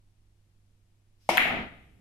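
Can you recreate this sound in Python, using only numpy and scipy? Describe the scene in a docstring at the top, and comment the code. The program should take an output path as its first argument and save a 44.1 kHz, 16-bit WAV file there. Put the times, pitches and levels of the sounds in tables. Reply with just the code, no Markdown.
"""Two balls clack together in a carom shot in a tiled room. Just before, the cue slides through
the gloved bridge hand and its tip knocks the cue ball. Both balls then thud into the cushions
and rumble on over the cloth. Each impact is a short pulse followed by the reverberation of
the hard room, above faint air noise and a low mains hum."""
import sys
import numpy as np
from scipy import signal
from scipy.fft import irfft
from scipy.io import wavfile

SR = 44100
rng = np.random.default_rng(int(sys.argv[2]) if len(sys.argv) > 2 else 0)


def put_to_file(sound):
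    """Save the sound as 16-bit audio at rate SR, in the file named by the first command-line argument."""
    columns = np.atleast_2d(sound).T  # one column per channel
    safe = np.clip(columns, -1, 1)
    whole_steps = np.round(safe * 32767)
    wavfile.write(sys.argv[1], SR, whole_steps.astype(np.int16))


N = 88596
CUE_S = 1.2907  # the tip meets the cue ball


def collision():
    """Elastic impact: brief contact makes a bright clack; early reflections and reverberation follow."""
    # ball against ball, direct and off the table: start_s, level_db, left_right_db, right_lag_s
    clack_paths = [(1.3727, 0, 8, 0.0053), (1.3739, 0, -0.5, 0)]
    # duller slaps from hard surfaces: start_s, level_db, left_right_db, right_lag_s
    slap_paths = [(1.3794, 1, 5.5, .0004), (1.3805, 9.5, 2.5, .0004), (1.3854, -2, 4, .0002),
                  (1.4053, -7.5, -2.5, .0002)]
    # spectra of the clack, a slap and the sound sent into the room: frequency_hz, relative_db
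    clack_spectrum = [(200, -25.5), (500, -5.5), (1400, 6), (2100, -4), (3200, 3.5), (3900, -1),
                      (5600, -30.5), (7000, -10.5), (8100, -35.5), (9300, -9.5), (11200, -25),
                      (13100, -4.5), (16000, -31)]
    slap_spectrum = [(200, -49), (700, -23), (1400, -3), (2150, -2.5), (2800, -8.5), (3800, -28),
                     (5500, -50), (9000, -42.5), (11300, -30.5), (13200, -34), (16000, -54)]
    room_spectrum = [(150, -25.5), (500, -11.5), (1000, -12.5), (1300, -6), (1600, -3.5), (2000, 6),
                     (2550, 0.5), (3300, -7), (4200, -18.5), (5600, -36), (7200, -26), (8400, -41),
                     (9500, -26), (10600, -28.5), (11500, -42), (12600, -20.5), (13500, -29),
                     (14200, -47.5), (16000, -61.5)]
    out = np.zeros((2, N))
    for paths, spectrum in ((clack_paths, clack_spectrum), (slap_paths, slap_spectrum)):
        pulse = -click(spectrum)
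        for start_s, level_db, left_right_db, right_lag_s in paths:
            arrival = pan(left_right_db) * amp(level_db) * pulse
            add(out[:1], start_s, arrival[:1])
            add(out[1:], start_s + right_lag_s, arrival[1:])
    add(out, start_s=1.376, sound=amp(13.5) * reverberation(room_spectrum, build_s=.011))
    return out


def cue_strike():
    """Impulse excitation: the leather tip ticks, and shaft, ball and table ring in damped modes."""
    # knock of shaft and ball, then the slower ring of the table: pitch_hz, level_db, swell_s, t60_s
    modes = [(791, -6.5, .0023, 0.0062), (640.6, -17, .002, 0.038), (2221, -21, 0.0034, .03),
             (255.3, -29, 0.0026, 0.036), (340.6, -31, 0.033, .1), (620, -30, 0.064, 0.086),
             (735, -31, 0.1, 0.1)]
    # spectra of the tip's tick and the sound sent into the room: frequency_hz, relative_db
    tip_spectrum = [(60, -14.5), (200, 8), (400, 4), (1000, 0), (1700, -11.5), (3000, -3.5), (6000, -9.5),
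                    (11000, -11), (16000, -28)]
    room_spectrum = [(40, -22.5), (150, -10.5), (350, -5), (510, -6.5), (640, -2), (870, -1), (1100, -6),
                     (1650, -13), (2200, -2.5), (3200, -11), (4300, -22), (5400, -19.5), (6900, -29),
                     (10000, -27.5), (13000, -34.5), (14500, -45.5), (16000, -61)]
    out, t = np.zeros((2, N)), np.arange(SR // 2) / SR
    position = pan(left_right_db=4)
    for pitch_hz, level_db, swell_s, t60_s in modes:
        swell = np.minimum(t / swell_s, 1)
        decay = amp(level_db - 60 * np.maximum(t - swell_s, 0) / t60_s)
        add(out, CUE_S, position * swell * decay * np.sin(2 * np.pi * pitch_hz * t))
    add(out, CUE_S, position * amp(-7) * click(tip_spectrum))
    add(out, CUE_S, amp(8.5) * reverberation(room_spectrum, build_s=.00067))
    return out


def cushion_rebounds():
    """Compliant impact: soft rubber thuds and the wooden rail knocks, heard mostly through the room."""
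    # balls meeting the cushions: start_s, thud_db, knock_db
    rebounds = [(1.378, -7.5, -2.5), (1.455, -10, 0.5), (1.508, -2.5, -1), (1.574, -6.5, -11),
                (1.605, -9, -15.5), (1.71, -22, -46)]
    # spectra of the rubber and the rail: frequency_hz, relative_db
    thud_spectrum = [(25, -10.5), (62, -2), (95, -13), (150, -2.5), (240, 5.5), (330, -4.5), (500, -9.5),
                     (1500, -33.5), (10000, -90.5)]
    knock_spectrum = [(100, -38.5), (270, -11.5), (510, -13), (700, -2), (870, -8), (1050, -17.5),
                      (1250, -8.5), (1800, -15), (5000, -44.5), (14000, -82)]
    out, direct_db = np.zeros((2, N)), -5
    for start_s, thud_db, knock_db in rebounds:
        for spectrum, level_db in ((thud_spectrum, thud_db), (knock_spectrum, knock_db)):
            add(out, start_s, pan(0) * amp(level_db + direct_db) * click(spectrum))
            add(out, start_s, amp(level_db) * reverberation(spectrum, build_s=.0072))
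    return out


def shaft_slide():
    """Sliding friction: the shaft hisses over the glove, loudest in the follow-through."""
    # friction noise: frequency_hz, relative_db
    spectrum = [(200, -14), (1500, -7.5), (3000, -0.5), (4300, -3.5), (5300, 4.5), (6050, -1.5), (6700, -8),
                (9500, -10.5), (13000, -10), (16000, -29.5)]
    # course of the stroke: time_s, level_db
    stroke = [(1.17, -90), (1.215, -64.5), (1.288, -61.5), (1.294, -34.5), (1.33, -43), (1.364, -42.5),
              (1.385, -64), (1.42, -85.5)]
    level_db = np.interp(np.arange(N) / SR, *np.transpose(stroke), left=-np.inf, right=-np.inf)
    return amp(level_db) * diffuse(spectrum)


def rolling():
    """Rolling contact: once struck, the balls rumble on cloth over slate."""
    # rolling noise: frequency_hz, relative_db
    spectrum = [(20, -8.5), (42, -5), (64, 1.5), (85, -12), (110, -9.5), (200, -11.5), (400, -20),
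                (800, -35), (3000, -52), (12000, -44), (16000, -67)]
    # swell of the rumble: time_s, level_db
    swell = [(1.29, -88), (1.33, -91), (1.68, -50), (1.85, -51.5), (2.01, -51.5)]
    t = np.arange(N) / SR
    return (t > CUE_S) * amp(np.interp(t, *np.transpose(swell))) * diffuse(spectrum)


def reverberation(spectrum, build_s):
    """Reverberant decay: the response to a blow builds up, then each band dies at its own rate."""
    # decay times of the tiled room: frequency_hz, t60_s
    decay_times = [(60, 1), (200, 0.41), (700, 0.65), (2200, 0.75), (4000, 0.79), (8000, 0.51),
                   (13000, 0.41)]
    hz, t, bands = signal.stft(diffuse(spectrum), SR, nperseg=512)
    decay = amp(-60 * t / read(decay_times, hz)[:, None])
    tail = signal.istft(bands * decay, SR, nperseg=512)[1][:, :N]
    tail *= 1 - np.exp(-np.arange(N) / SR / build_s)
    return tail / np.sqrt((tail ** 2).sum() / 2)  # mean energy 1 per channel


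def background():
    """Stationary noise floor: broadband room air and the pure tones of mains hum."""
    # room air: frequency_hz, relative_db
    air_spectrum = [(15, 2), (28, -1.5), (40, -6.5), (52, -2), (75, -10), (120, -16), (170, -15),
                    (230, -20), (340, -24), (420, -28.5), (800, -32), (1400, -35), (2800, -35),
                    (6000, -38.5), (11000, -41.5), (12500, -46), (16000, -61)]
    # hum tones: pitch_hz, level_db
    tones = [(100.3, -67.5), (349, -90)]
    t = np.arange(N) / SR
    hum = sum(amp(db) * np.sqrt(2) * np.sin(2 * np.pi * hz * t) for hz, db in tones)
    return amp(-64.5) * diffuse(air_spectrum) + pan(left_right_db=-3.5) * hum


def diffuse(spectrum):
    """Diffuse field: stereo noise of rms 1, coherent in the bass and unrelated in the treble."""
    # likeness of the two channels: frequency_hz, coherence
    likeness = [(60, 1), (300, 0.69), (700, 0.57), (1300, 0.016), (2300, 0.022), (5000, 0), (13000, .1)]
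    # level difference between the channels: frequency_hz, left_right_db
    balance = [(50, -3), (150, -2.5), (300, 0.5), (700, 2.5), (2200, 3.5), (6000, 1), (13000, 6)]
    hz = np.fft.rfftfreq(N, 1 / SR)
    left, independent = np.exp(2j * np.pi * rng.random((2, len(hz))))
    coherence = np.clip(read(likeness, hz), -1, 1)
    right = coherence * left + np.sqrt(1 - coherence ** 2) * independent
    noise = irfft(np.array([left, right]) * amp(read(spectrum, hz)) * pan(read(balance, hz)), N)
    return noise / noise.std()


def click(spectrum, size=4096):
    """Minimum phase: the shortest causal pulse with this spectrum, of energy 1."""
    hz = abs(np.fft.fftfreq(size, 1 / SR))
    log_gain = np.log(amp(read(spectrum, hz)))
    response = np.exp(np.conj(signal.hilbert(log_gain)))
    pulse = np.fft.ifft(response).real[:size // 2]
    return pulse / np.linalg.norm(pulse)


def amp(db):
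    """Decibels to amplitude ratio."""
    return 10 ** (np.asarray(db) / 20)


def read(points, hz):
    """Interpolation on a log-frequency axis."""
    frequency_hz, value = np.transpose(points)
    return np.interp(np.log(hz + 1), np.log(frequency_hz + 1), value)


def pan(left_right_db):
    """Level-difference panning: left and right gains."""
    return amp(np.array([[.5], [-.5]]) * left_right_db)


def add(mix, start_s, sound):
    """Delay and sum: a sound enters the mix at start_s."""
    part = mix[:, round(start_s * SR):][:, :sound.shape[1]]
    part += sound[:, :part.shape[1]]


def scene():
    """Superposition of the impacts, the friction and the noise floor."""
    impacts = cue_strike() + collision() + cushion_rebounds()
    return impacts + shaft_slide() + rolling() + amp(7.5) * background()


def record(dry):
    """Dynamics and bandwidth: a soft gate lowers quiet sound, a limiter rounds peaks, a low-pass follows."""
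    threshold_db, width_db, depth_db, smoothing_s = -37, 3, 7.5, .012
    knee, ceiling = .8, .95
    pole = np.exp(-1 / (smoothing_s * SR))
    power = signal.lfilter([1 - pole], [1, -pole], (dry ** 2).mean(0))
    level_db = 10 * np.log10(power + 1e-12)
    closure = .5 - .5 * np.tanh((level_db - threshold_db) / width_db)
    gated = dry * amp(-depth_db * closure)
    linear, headroom = np.clip(gated, -knee, knee), ceiling - knee
    limited = linear + headroom * np.tanh((gated - linear) / headroom)
    low_pass = signal.firwin(255, cutoff=16300, window=("kaiser", 9), fs=SR)
    return signal.oaconvolve(limited, low_pass[None], "same")


dry = scene()
out = record(dry)
put_to_file(out)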